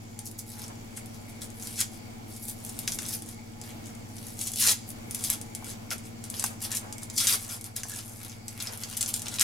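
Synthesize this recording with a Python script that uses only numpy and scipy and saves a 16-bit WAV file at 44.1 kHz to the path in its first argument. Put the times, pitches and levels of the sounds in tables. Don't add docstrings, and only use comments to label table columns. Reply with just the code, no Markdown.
import sys
import numpy as np
from scipy import signal
from scipy.io import wavfile
from scipy.ndimage import uniform_filter1d, map_coordinates

SR = 44100
rng = np.random.default_rng(int(sys.argv[2]) if len(sys.argv) > 2 else 0)


def wrap_up_sound(samples):
    columns = np.atleast_2d(samples).T
    tamed = np.clip(columns, -1, 1)
    steps = np.round(tamed * 32767).astype(np.int16)
    wavfile.write(sys.argv[1], SR, steps)


N = 415851
TIME = np.arange(N) / SR
CUTOFF_HZ = 15900

# start_s, length_s, first_level_db, last_level_db, dullness_db_per_octave_downwards, first_hz, last_hz
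RIP_EVENTS = [(1.764, 0.052, -36, -26.5, 1.5, 4000, 900), (4.571, 0.1, -30, -17, 0.5, 3400, 1100),
              (4.677, 0.025, -19, -20.5, 0.5, 520, 700), (4.705, .011, -19.5, -18, 0, 1000, 1100),
              (7.181, 0.046, -21, -25.5, 1.5, 2900, 1600), (7.229, 0.029, -25.5, -27, 0.5, 1300, 800),
              (7.278, 0.07, -20.5, -22.5, 0.5, 1300, 600), (9.403, 0.016, -28, -18, 2, 1600, 1300)]
RIP_ATTACK_S, RIP_RELEASE_S = 0.02, 0.022
# start_s, length_s, level_db, dullness_db_per_octave_downwards
STROKE_EVENTS = [(0.256, 0.01, -37, -6), (0.383, 0.0064, -38, -12), (0.487, 0.049, -42, -2.5),
                 (0.589, 0.049, -41.5, 1.5), (0.964, 0.0084, -38, 1.5), (1.139, 0.02, -47.5, 0.5),
                 (1.289, 0.0093, -45, -2), (1.415, 0.015, -35.5, 0.5), (1.628, 0.13, -42, 0.5),
                 (1.929, 0.033, -46.5, 1), (2.307, 0.067, -43.5, -3), (2.426, .025, -41, -6.5),
                 (2.48, 0.025, -36.5, -5), (2.622, 0.16, -45.5, -1.5), (2.808, 0.03, -42.5, -1),
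                 (2.879, 0.011, -32.5, 1.5), (2.919, 0.028, -36.5, -4), (3.002, 0.065, -40, 2),
                 (3.089, 0.059, -35, -1), (3.272, 0.048, -45.5, 2), (3.642, 0.056, -45, 3),
                 (3.851, 0.041, -49, 1.5), (4.106, 0.1, -53, -2), (4.236, 0.077, -43.5, -1.5),
                 (4.411, 0.065, -33.5, -2.5), (4.881, 0.014, -45, -11), (5.157, 0.084, -39, -0.5),
                 (5.24, 0.04, -33, -1.5), (5.3, 0.03, -33.5, 2.5), (5.663, 0.042, -39, 1.5),
                 (5.912, 0.009, -30, 3), (6.047, 0.019, -45, 1.5), (6.24, 0.032, -50.5, 5),
                 (6.371, 0.093, -36.5, -0.5), (6.624, 0.025, -31.5, 0.5), (6.712, 0.029, -36.5, 3),
                 (6.749, 0.017, -30, -2.5), (7.014, 0.013, -45.5, 4), (7.136, .02, -43, 0),
                 (7.16, 0.01, -33, -4), (7.39, 0.053, -38.5, 0), (7.494, 0.038, -33.5, 0),
                 (7.653, 0.011, -43.5, 2.5), (7.765, 0.013, -34, 1), (7.794, 0.0046, -38, 3.5),
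                 (7.898, 0.088, -37.5, 1), (8.023, 0.21, -46, -2), (8.21, 0.099, -44, 2.5),
                 (8.49, 0.035, -46, 2.5), (8.599, 0.075, -40, 3.5), (8.719, 0.02, -39, 3),
                 (8.8, 0.035, -42, 3.5), (8.898, 0.12, -42, 2.5), (9.006, 0.025, -40, 3.5),
                 (9.081, 0.013, -31.5, -0.5), (9.148, 0.027, -39, 0), (9.255, 0.023, -40, 2),
                 (9.321, 0.035, -34.5, 1.5)]
# time_s, level_db
VENT_LEVEL_CURVE = [(0, -49.5), (1.7, -48), (3, -47.5), (4.5, -48), (6.5, -47.5), (7.6, -52), (9.43, -50.5)]


def tearing(breaks_per_s=1000, rate_follows=0.75, colour_db=5.0, even_s=0.018, gain_db=-7.0):
    # hz, db_per_hz
    skin_colour = [(300, -29), (500, -9), (850, -16), (1200, -11), (1750, -9), (2400, -7.5), (3000, -6),
                   (4500, -1.5), (8000, 2.5), (10500, 5.5), (13000, -2), (16000, -21)]
    stroke_size_db, rip_size_db = 4.4, 3.3
    stroke_clump_db, rip_clump_db = 1.2, 2.2
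    stroke_patchy_db, rip_patchy_db = 3.2, 1.8
    flap_wander_octaves = 0.35
    flap_damping, flap_leak = 0.85, 0.2
    tight_skin_hz = 586

    level_db, dullness = pull()
    flap_hz = np.zeros(N)
    for start, length, *_, first_hz, last_hz in RIP_EVENTS:
        during = (TIME > start - RIP_ATTACK_S) & (TIME < start + length + RIP_RELEASE_S)
        done = np.clip((TIME[during] - start) / length, 0, 1)
        flap_hz[during] = first_hz * (last_hz / first_hz) ** done
    ripping = flap_hz > 0

    rate = breaks_per_s * from_db(rate_follows * np.maximum(level_db + 42.5, -6))
    size_db = np.where(ripping, rip_size_db, stroke_size_db)
    sizes = from_db(size_db * np.minimum(rng.exponential(1, N), 4.5)) * rng.choice([-1, 1], N)
    breaks = sizes * (rng.random(N) < rate / SR)

    power = uniform_filter1d(breaks ** 2, max(int(even_s * SR), 1))
    clump_db = np.where(ripping, rip_clump_db, stroke_clump_db)
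    evened = breaks / np.sqrt(np.abs(power) + 0.17 * rate / SR)
    breaks = evened * from_db(level_db + clump_db * drift(160))

    at = np.flatnonzero(breaks)
    break_time, ripping = TIME[at], ripping[at]
    flap_hz = flap_hz[at] * 2 ** (flap_wander_octaves * drift(90, break_time))
    edge_hz = np.where(ripping, flap_hz, tight_skin_hz)
    patchy_db = np.where(ripping, rip_patchy_db, stroke_patchy_db)
    out, total = np.zeros(N), 0
    for k, (hz, width, sos) in enumerate(bands(287.6, count=16)):
        ratio = edge_hz / hz
        flap = np.maximum(1 / np.hypot(1 - ratio ** 2, flap_damping * ratio), flap_leak)
        favour_db = colour_db * np.clip(rng.standard_normal(len(at)), -2, 2)
        colour = rms_one(from_db(favour_db + patchy_db * drift(30, break_time)))
        octaves_down = np.minimum(np.log2(8500 / hz), 2.4)
        clicks = np.full(N, 1e-18)
        clicks[at] = breaks[at] * from_db(dullness[at] * octaves_down) * flap * colour
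        gain = from_db(at_hz(skin_colour, hz))
        out += gain * (-1) ** k * signal.sosfilt(sos, clicks)
        total += gain ** 2 * width / (SR / 2)
    return from_db(gain_db) * out / np.sqrt(total)


def pull():
    hold_db, hold_dullness_db = -59.5, 2.5
    rip_bend = 0.7
    level_db, dullness = np.full(N, hold_db), np.full(N, hold_dullness_db)
    for start, length, db, dull in STROKE_EVENTS:
        stroke = db + stroke_db(start, length)
        dullness[stroke > level_db] = dull
        level_db = np.maximum(level_db, stroke)
    for start, length, first_db, last_db, dull, _, _ in RIP_EVENTS:
        done = np.clip((TIME - start) / length, 0, 1)
        rip = first_db + (last_db - first_db) * done ** rip_bend
        rip = rip + move_db(start, length, RIP_ATTACK_S, RIP_RELEASE_S)
        dullness[rip > level_db] = dull
        level_db = np.maximum(level_db, rip)
    return level_db, dullness


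def stroke_db(start, length):
    return move_db(start, length, 0.002 + 0.99 * length, 0.026 + 0.83 * length)


def move_db(start, length, attack_s, release_s):
    early = np.maximum(start - TIME, 0)
    late = np.maximum(TIME - start - length, 0)
    return -20 * (early / attack_s + late / release_s)


def snaps(run_s=0.0024, after_share=0.37, width_share=0.47, low_share=0.18, top_hz=13000, gain_db=-8.5):
    # time_s, energy_db, centre_hz
    single_snaps = [(0.191, -4.5, 8700), (0.2732, -8.5, 11000), (0.3135, -13, 10500), (0.3917, -4.5, 10600),
                    (0.6399, -11, 5560), (0.6805, -12, 8340), (0.9755, -10, 9200), (1.0592, -14.5, 10100),
                    (1.418, -9.5, 9200), (1.5024, -15, 7650), (1.625, -6, 7760), (1.63, -22, 9100),
                    (1.6722, -4, 9200), (1.7999, -8, 9100), (1.8049, 8, 9500), (1.8078, -12, 8000),
                    (1.8122, 6.5, 6760), (2.364, -13, 9400), (2.4838, -5, 10100), (2.495, -7, 10200),
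                    (2.6492, -5.5, 10500), (2.6648, -9.5, 10400), (2.7901, 1, 10500), (2.8772, 5.5, 6240),
                    (2.9207, 1, 7000), (2.9878, 0.5, 6740), (3.0213, -18, 7000), (3.0398, -17, 9600),
                    (3.0535, -8.5, 5440), (3.0636, -4, 9900), (3.222, -8, 9500), (3.2892, -9.5, 10400),
                    (3.6146, -8.5, 7370), (3.8588, -15, 7000), (3.951, -17.5, 8360), (4.167, -13, 8900),
                    (4.183, -13, 6830), (4.2684, -8, 9650), (4.2842, -12, 9900), (4.3915, -4, 8200),
                    (4.518, -5, 9700), (4.5594, 0, 9000), (4.6241, 4, 8000), (4.6393, 5, 7000),
                    (4.674, 9.5, 6000), (4.6854, 8, 5440), (4.6905, 6.5, 5000), (4.7162, 5, 7700),
                    (4.721, 4, 7500), (4.9037, -7, 10000), (5.11, -2, 9600), (5.1476, 3.5, 9800),
                    (5.1934, -9, 8700), (5.3012, 11, 10900), (5.414, -5.5, 8600), (5.55, -1, 8900),
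                    (5.6449, -11, 7700), (5.9057, -1.5, 5850), (5.9817, -11.5, 8140), (6.2402, -6.5, 8500),
                    (6.301, -1.5, 9300), (6.341, -7.5, 3970), (6.3611, -14, 9800), (6.3963, 4, 8900),
                    (6.4405, 8, 9200), (6.4412, -6, 2770), (6.4627, 0, 8200), (6.717, 2, 7700),
                    (6.7262, -2, 8500), (6.7516, -1, 7700), (6.7703, 3.5, 8500), (6.926, -4.5, 7440),
                    (6.9822, -8.5, 7740), (7.021, -16, 9500), (7.0327, -5, 9050), (7.1, -5, 6740),
                    (7.1645, -6, 8000), (7.1782, 2, 7040), (7.1877, -6, 4500), (7.201, -2, 3500),
                    (7.217, -6, 6000), (7.2702, 9.5, 7000), (7.2712, 8.5, 7000), (7.2867, 0, 5000),
                    (7.2945, 3, 4130), (7.3255, 5, 5000), (7.6116, -8, 9450), (7.6422, -5, 9650),
                    (7.763, -6, 9000), (7.7642, 1, 9600), (7.7725, -7, 9600), (7.8337, -1.5, 7400),
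                    (7.873, -16, 6500), (8.482, -3, 7800), (8.6055, -15, 3200), (8.6244, -0.5, 11000),
                    (8.648, -18, 7200), (8.672, -2, 5060), (8.7746, -7.5, 10800), (8.8358, -0.5, 5800),
                    (8.8998, -10, 9400), (8.973, -3, 10200), (9.0097, 5, 8060), (9.0125, 4, 8500),
                    (9.0165, 0, 7800), (9.0278, 5, 7860), (9.0612, 0, 6850), (9.136, -12, 8800),
                    (9.1405, 7, 8200), (9.1623, -1, 8650), (9.17, -14, 8500), (9.1945, -5.5, 7300),
                    (9.2195, -3, 8540), (9.2258, -12, 8000), (9.2591, -7.5, 5370), (9.2686, -6, 3220),
                    (9.2835, -0.5, 7100), (9.341, -2.5, 7400), (9.3585, -5, 7500), (9.386, -0.5, 3630),
                    (9.396, 7.5, 7600), (9.4062, 5.5, 4260), (9.4112, 13.5, 7900)]
    size = 512
    out = np.zeros(N + size)
    rows = [*single_snaps, *cracks(), *ticks()]
    delays = rng.random((len(rows), 6))
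    steps = rng.uniform(-1.5, 1.5, (len(rows), 6))
    for (s, db, hz), delay, step in zip(rows, delays, steps):
        crack = np.zeros(size)
        step_at = np.minimum((delay * run_s * SR).astype(int), size - 1)
        crack[step_at] = after_share * step * (1 - delay / 2)
        crack[0] = 1
        edges = [min(low_share * hz, 6000), min(top_hz, CUTOFF_HZ)]
        flake = signal.butter(2, edges, "band", fs=SR, output="sos")
        snap = signal.sosfilt(flake, resonate(crack, hz, width_share * hz))
        start = round(s * SR)
        out[start:start + size] += from_db(db + gain_db) * snap / np.linalg.norm(snap)
    return out[:N]


def cracks(count=5, spread_db=3.5, spread_octaves=0.086):
    # start_s, length_s, energy_db, centre_hz
    crunch_events = [(2.691, 0.0064, -4.5, 8700), (3.081, 0.014, 1, 9800), (3.127, 0.02, -4.5, 6000),
                     (4.411, 0.0068, 2.5, 8700), (4.4695, 0.0073, 2, 8700), (4.535, 0.0028, -3.5, 8700),
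                     (4.72, .006, 0, 9000), (5.237, 0.013, 2, 8750), (5.312, .009, -11, 8500),
                     (5.329, 0.0097, 3, 9800), (7.308, .003, -1, 7500), (7.355, 0.0023, -5, 8000),
                     (8.602, 0.0084, -4, 4330), (8.969, 0.0073, -1.5, 10200), (9.139, 0.0025, 0, 7540)]
    rows = []
    for start, length, db, hz in crunch_events:
        times = start + length * (np.arange(count) + rng.random(count) / 2) / count
        for s, (size, pitch) in zip(times, rng.standard_normal((count, 2))):
            energy_db = db - 10 * np.log10(count) + spread_db * size
            rows.append((s, energy_db, min(hz * 2 ** (spread_octaves * pitch), CUTOFF_HZ)))
    return rows


def ticks(count=2, over_stroke_db=15.5, spread_db=2, late_s=0.029, centre_hz=8700, spread_octaves=0.17):
    rows = []
    for start, length, db, _ in STROKE_EVENTS:
        for when, (size, pitch) in zip(rng.random(count), rng.standard_normal((count, 2))):
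            s = min(start + when * (length + late_s), TIME[-1])
            energy_db = db + over_stroke_db + spread_db * np.tanh(size)
            rows.append((s, energy_db, min(centre_hz * 2 ** (spread_octaves * pitch), CUTOFF_HZ)))
    return rows


def buckles(t60_s=0.025, gain_db=-7.5):
    # time_s, energy_db, pitch_hz
    pop_events = [(4.625, -20.5, 1040), (4.652, -13, 1520), (4.677, -12, 890), (4.684, -20, 460),
                  (4.69, -27, 340), (4.701, -23, 436), (4.713, -16, 880), (7.183, -29, 990),
                  (7.241, -18, 534), (7.314, -21, 406), (7.328, -21, 403)]
    out = np.zeros(N)
    for s, db, hz in pop_events:
        age = np.maximum(TIME - s, 0)
        decay = np.exp(-np.log(1000) * np.minimum(age / t60_s, 10))
        pop = np.sin(2 * np.pi * hz * age) * decay
        out += from_db(db + gain_db) * pop / np.linalg.norm(pop)
    return out


def knocks(contact_db=19.5):
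    # time_s, level_db, contact_hz
    knock_events = [(0.976, -41.5, 1530), (1.812, -39, 1300), (2.8775, -30, 1820), (2.989, -34, 1570),
                    (4.4114, -57, 2000), (5.625, -36, 880), (5.914, -37, 1790), (6.4245, -39, 1500),
                    (6.4406, -21.5, 1150), (7.8333, -37, 1710), (7.853, -37, 800), (9.2676, -54, 2010)]
    # mode_hz, relative_level_db, t60_s
    ring_modes = [(690, -3, 0.014), (870, -0.5, 0.013), (953, -5, 0.024), (990, -1, 0.01),
                  (1280, -13, 0.026), (1380, -14, 0.02), (1547, -9, 0.037), (1820, -8, 0.026),
                  (2110, -1.5, 0.02), (2800, 14, 0.0064), (3320, -3, .012)]
    s, db, contact_hz = np.transpose(knock_events)
    out = np.zeros(N)
    for k, (hz, mode_db, t60) in enumerate(ring_modes):
        strength_db = mode_db - contact_db * np.log2(hz / contact_hz) ** 2
        clicks = np.full(N, 1e-18)
        clicks[(s * SR).astype(int)] = from_db(db + strength_db)
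        r, w = from_db(-60 / (t60 * SR)), 2 * np.pi * hz / SR
        ring = signal.lfilter([1, -r * np.cos(w)], [1, -2 * r * np.cos(w), r * r], clicks)
        out += ring * (-1) ** k
    return out


def rubbing(stick_db=6.0, rest_db=-70):
    # start_s, length_s, level_db
    rub_events = [(0.593, 0.11, -51.5), (5.25, 0.6, -60.5), (6.35, 0.15, -49), (6.705, 0.19, -50.5),
                  (7.197, 0.45, -55), (7.8, 0.47, -58), (8.66, 0.11, -51), (9.0, 0.5, -55.5)]
    # hz, db_per_hz
    hand_colour = [(200, -42), (500, -1), (950, -0.5), (1500, -6.5), (3000, -16), (8000, -49)]
    level_db = np.max([db + stroke_db(start, length) for start, length, db in rub_events], axis=0)
    level_db = np.maximum(level_db, rest_db) + stick_db * np.tanh(drift(45))
    return from_db(level_db) * air_noise(hand_colour, 221, count=8)


def squeaks(pitch_hz=1716, width_hz=90, attack_s=0.015, release_s=0.03):
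    # start_s, length_s, level_db
    squeak_events = [(7.834, 0.02, -56), (7.91, 0.033, -49)]
    moves = [db + move_db(start, length, attack_s, release_s) for start, length, db in squeak_events]
    return narrow_noise(rng.standard_normal(N), pitch_hz, width_hz, np.max(moves, axis=0))


def kitchen(x, board_s=.0007, board_share=0.39, gap_s=0.00059, build_s=0.00017, near_db=21.0, near_s=0.02,
            pan_db=2.5, sway_db=1.0, lag_s=.000005, turn_rad=1.81):
    # hz, t60_s
    tail_t60 = [(300, 0.2), (2000, 0.6), (6000, 0.6), (14000, 0.3)]
    # hz, energy_db
    echo_energy = [(300, 10), (1500, 6), (4000, 2), (9000, 0), (15000, -2)]
    # hz, likeness_minus_1_to_1
    echo_likeness = [(200, 1), (650, -0.26), (1500, -0.18), (4000, 0.55), (9000, 0.27), (12500, 1)]
    t = TIME[:SR // 2]
    white = rng.standard_normal((2, 2, 2, 1, len(t)))
    onset = 1 - np.exp(-np.maximum(t - gap_s, 0) / build_s)
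    onset = onset * (1 + from_db(near_db) * np.exp(-t / near_s))
    tails = 0
    for k, (hz, width, sos) in enumerate(bands(208.0, count=12)):
        decay = onset * np.exp(-np.log(1000) * t / at_hz(tail_t60, hz))
        echoes = spread(signal.sosfilt(sos, white[k % 2]), at_hz(echo_likeness, hz))
        tails = tails + from_db(at_hz(echo_energy, hz)) * echoes * decay / np.linalg.norm(decay)

    facing = turn_rad * drift(60)
    room = np.zeros((2, N))
    for share, tail in zip((np.cos(facing), np.sin(facing)), tails):
        room += signal.oaconvolve((x * share)[None], tail, axes=1)[:, :N]

    samples = np.arange(N)
    bounce = np.round(board_s * SR * (1 + .2 * drift(3))).astype(int)
    left = x + board_share * x[np.clip(samples - bounce, 0, N - 1)]
    right = map_coordinates(left, [samples - lag_s * SR], order=3)
    balance = from_db(np.array([[.5], [-.5]]) * (pan_db + sway_db * drift(15.0)))
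    return balance * [left, right] + room


def ventilation(swell_db=1.5, flutter_db=3.0):
    # hz, db_per_hz
    rush_colour = [(20, -4), (35, -8.5), (60, -13.5), (95, -6), (140, -7), (200, -8.5), (280, -3.5),
                   (400, -17.5), (600, -11.5), (1300, -21.5), (3300, -25), (4200, -29.5), (7000, -28),
                   (10000, -36.5), (16000, -35)]
    # centre_hz, width_hz, level_db
    duct_modes = [(322.6, 39, -60.5), (462.6, 20, -65), (756, 73, -65.5), (841, 12, -62.5),
                  (2208, 240, -61.5), (4720, 770, -64.5), (5660, 400, -66), (7000, 1000, -62),
                  (7770, 250, -74)]
    level_db, = in_time(VENT_LEVEL_CURVE)
    white = rng.standard_normal((2, N))
    rush = from_db(level_db + swell_db * drift(4.22)) * air_noise(rush_colour, 19.36, count=22)
    duct = np.zeros((2, N))
    for hz, width, db in duct_modes:
        duct += narrow_noise(white, hz, width, db) * from_db(flutter_db * drift(10))
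    return rush + duct * from_db((level_db - level_db.mean()) / 2)


def hum(wander_rad=0.041, waver_db=.3):
    # pitch_hz, level_db, left_over_right_db, left_lead_rad
    hum_tones = [(16.1, -59, 4, 0), (83.9, -67, 0, 0), (100.03, -50.5, -1, .5), (116.14, -51, 1.7, .2),
                 (174.2, -62.5, -1.5, -.1), (216.15, -55, 5.5, -.7), (232.27, -51.5, 3.3, -.4),
                 (332.3, -67, -2, 1.9), (449.6, -67.5, -2, .9), (479.6, -72, 2, .9), (748.3, -71, 0, .3)]
    out, side = np.zeros((2, N)), np.array([[.5], [-.5]])
    vent_db, = in_time(VENT_LEVEL_CURVE)
    for hz, db, pan_db, lead in hum_tones:
        phase = 2 * np.pi * (hz * TIME + rng.random()) + wander_rad * drift(1.66)
        shade_db = (vent_db - vent_db.mean()) * (hz > 200)
        gain = np.sqrt(2) * from_db(db + shade_db + waver_db * drift(2.28))
        out += gain * from_db(side * pan_db) * np.sin(phase + side * lead)
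    return out


def air_noise(spectrum, low_hz, count):
    # hz, likeness_minus_1_to_1
    air_likeness = [(25, 0.62), (60, 1), (140, 0.51), (280, 0.15), (550, -0.32), (2000, -0.41),
                    (8000, 0.013), (12000, 0.81)]
    white = rng.standard_normal((2, 2, N))
    out = np.zeros((2, N))
    for k, (hz, width, sos) in enumerate(bands(low_hz, count)):
        pair = signal.sosfilt(sos, white[k % 2])
        out += from_db(at_hz(spectrum, hz)) * spread(pair, at_hz(air_likeness, hz))
    return rms_one(out)


def narrow_noise(white, hz, width_hz, db):
    once = resonate(white, hz, width_hz)
    return from_db(db) * rms_one(resonate(once, hz, width_hz))


def resonate(x, hz, width_hz):
    r = np.exp(-np.pi * width_hz / SR)
    zeros = np.array([1, 0, -1]) * (1 - r * r) / 2
    return signal.lfilter(zeros, [1, -2 * r * np.cos(2 * np.pi * hz / SR), r * r], x + 1e-18)


def spread(pair, likeness):
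    c = np.clip(likeness, -1, 1)
    middle, sides = np.sqrt(1 + c) * pair[0], np.sqrt(1 - c) * pair[1] * [[1], [-1]]
    return (middle + sides) / np.sqrt(2)


def bands(low_hz, count):
    edges = np.geomspace(low_hz, CUTOFF_HZ, count + 1)
    return [(np.sqrt(a * b), b - a, signal.butter(2, [a, b], "band", fs=SR, output="sos"))
            for a, b in zip(edges, edges[1:])]


def drift(rate, when=TIME):
    knots = rng.standard_normal(4096)
    return np.interp(when * rate, np.arange(len(knots)), knots)


def in_time(rows):
    s, *columns = np.transpose(rows)
    return [np.interp(TIME, s, c) for c in columns]


def at_hz(points, hz):
    freqs, values = np.transpose(points)
    return np.interp(np.log(hz), np.log(freqs), values)


def rms_one(x):
    return x / np.sqrt(np.mean(x ** 2) + 1e-20)


def from_db(db):
    return np.exp(np.asarray(db) * (np.log(10) / 20))


def scene(knock_room_db=-9.0, knock_direct_db=1.0):
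    knock = knocks()
    in_room = tearing() + snaps() + buckles() + from_db(knock_room_db) * knock
    handwork = kitchen(in_room) + from_db(knock_direct_db) * knock
    return handwork + squeaks() + rubbing() + ventilation() + hum()


def record(dry):
    return signal.sosfilt(signal.ellip(10, .1, 80, CUTOFF_HZ, fs=SR, output="sos"), dry)


dry = scene()
out = record(dry)
wrap_up_sound(out)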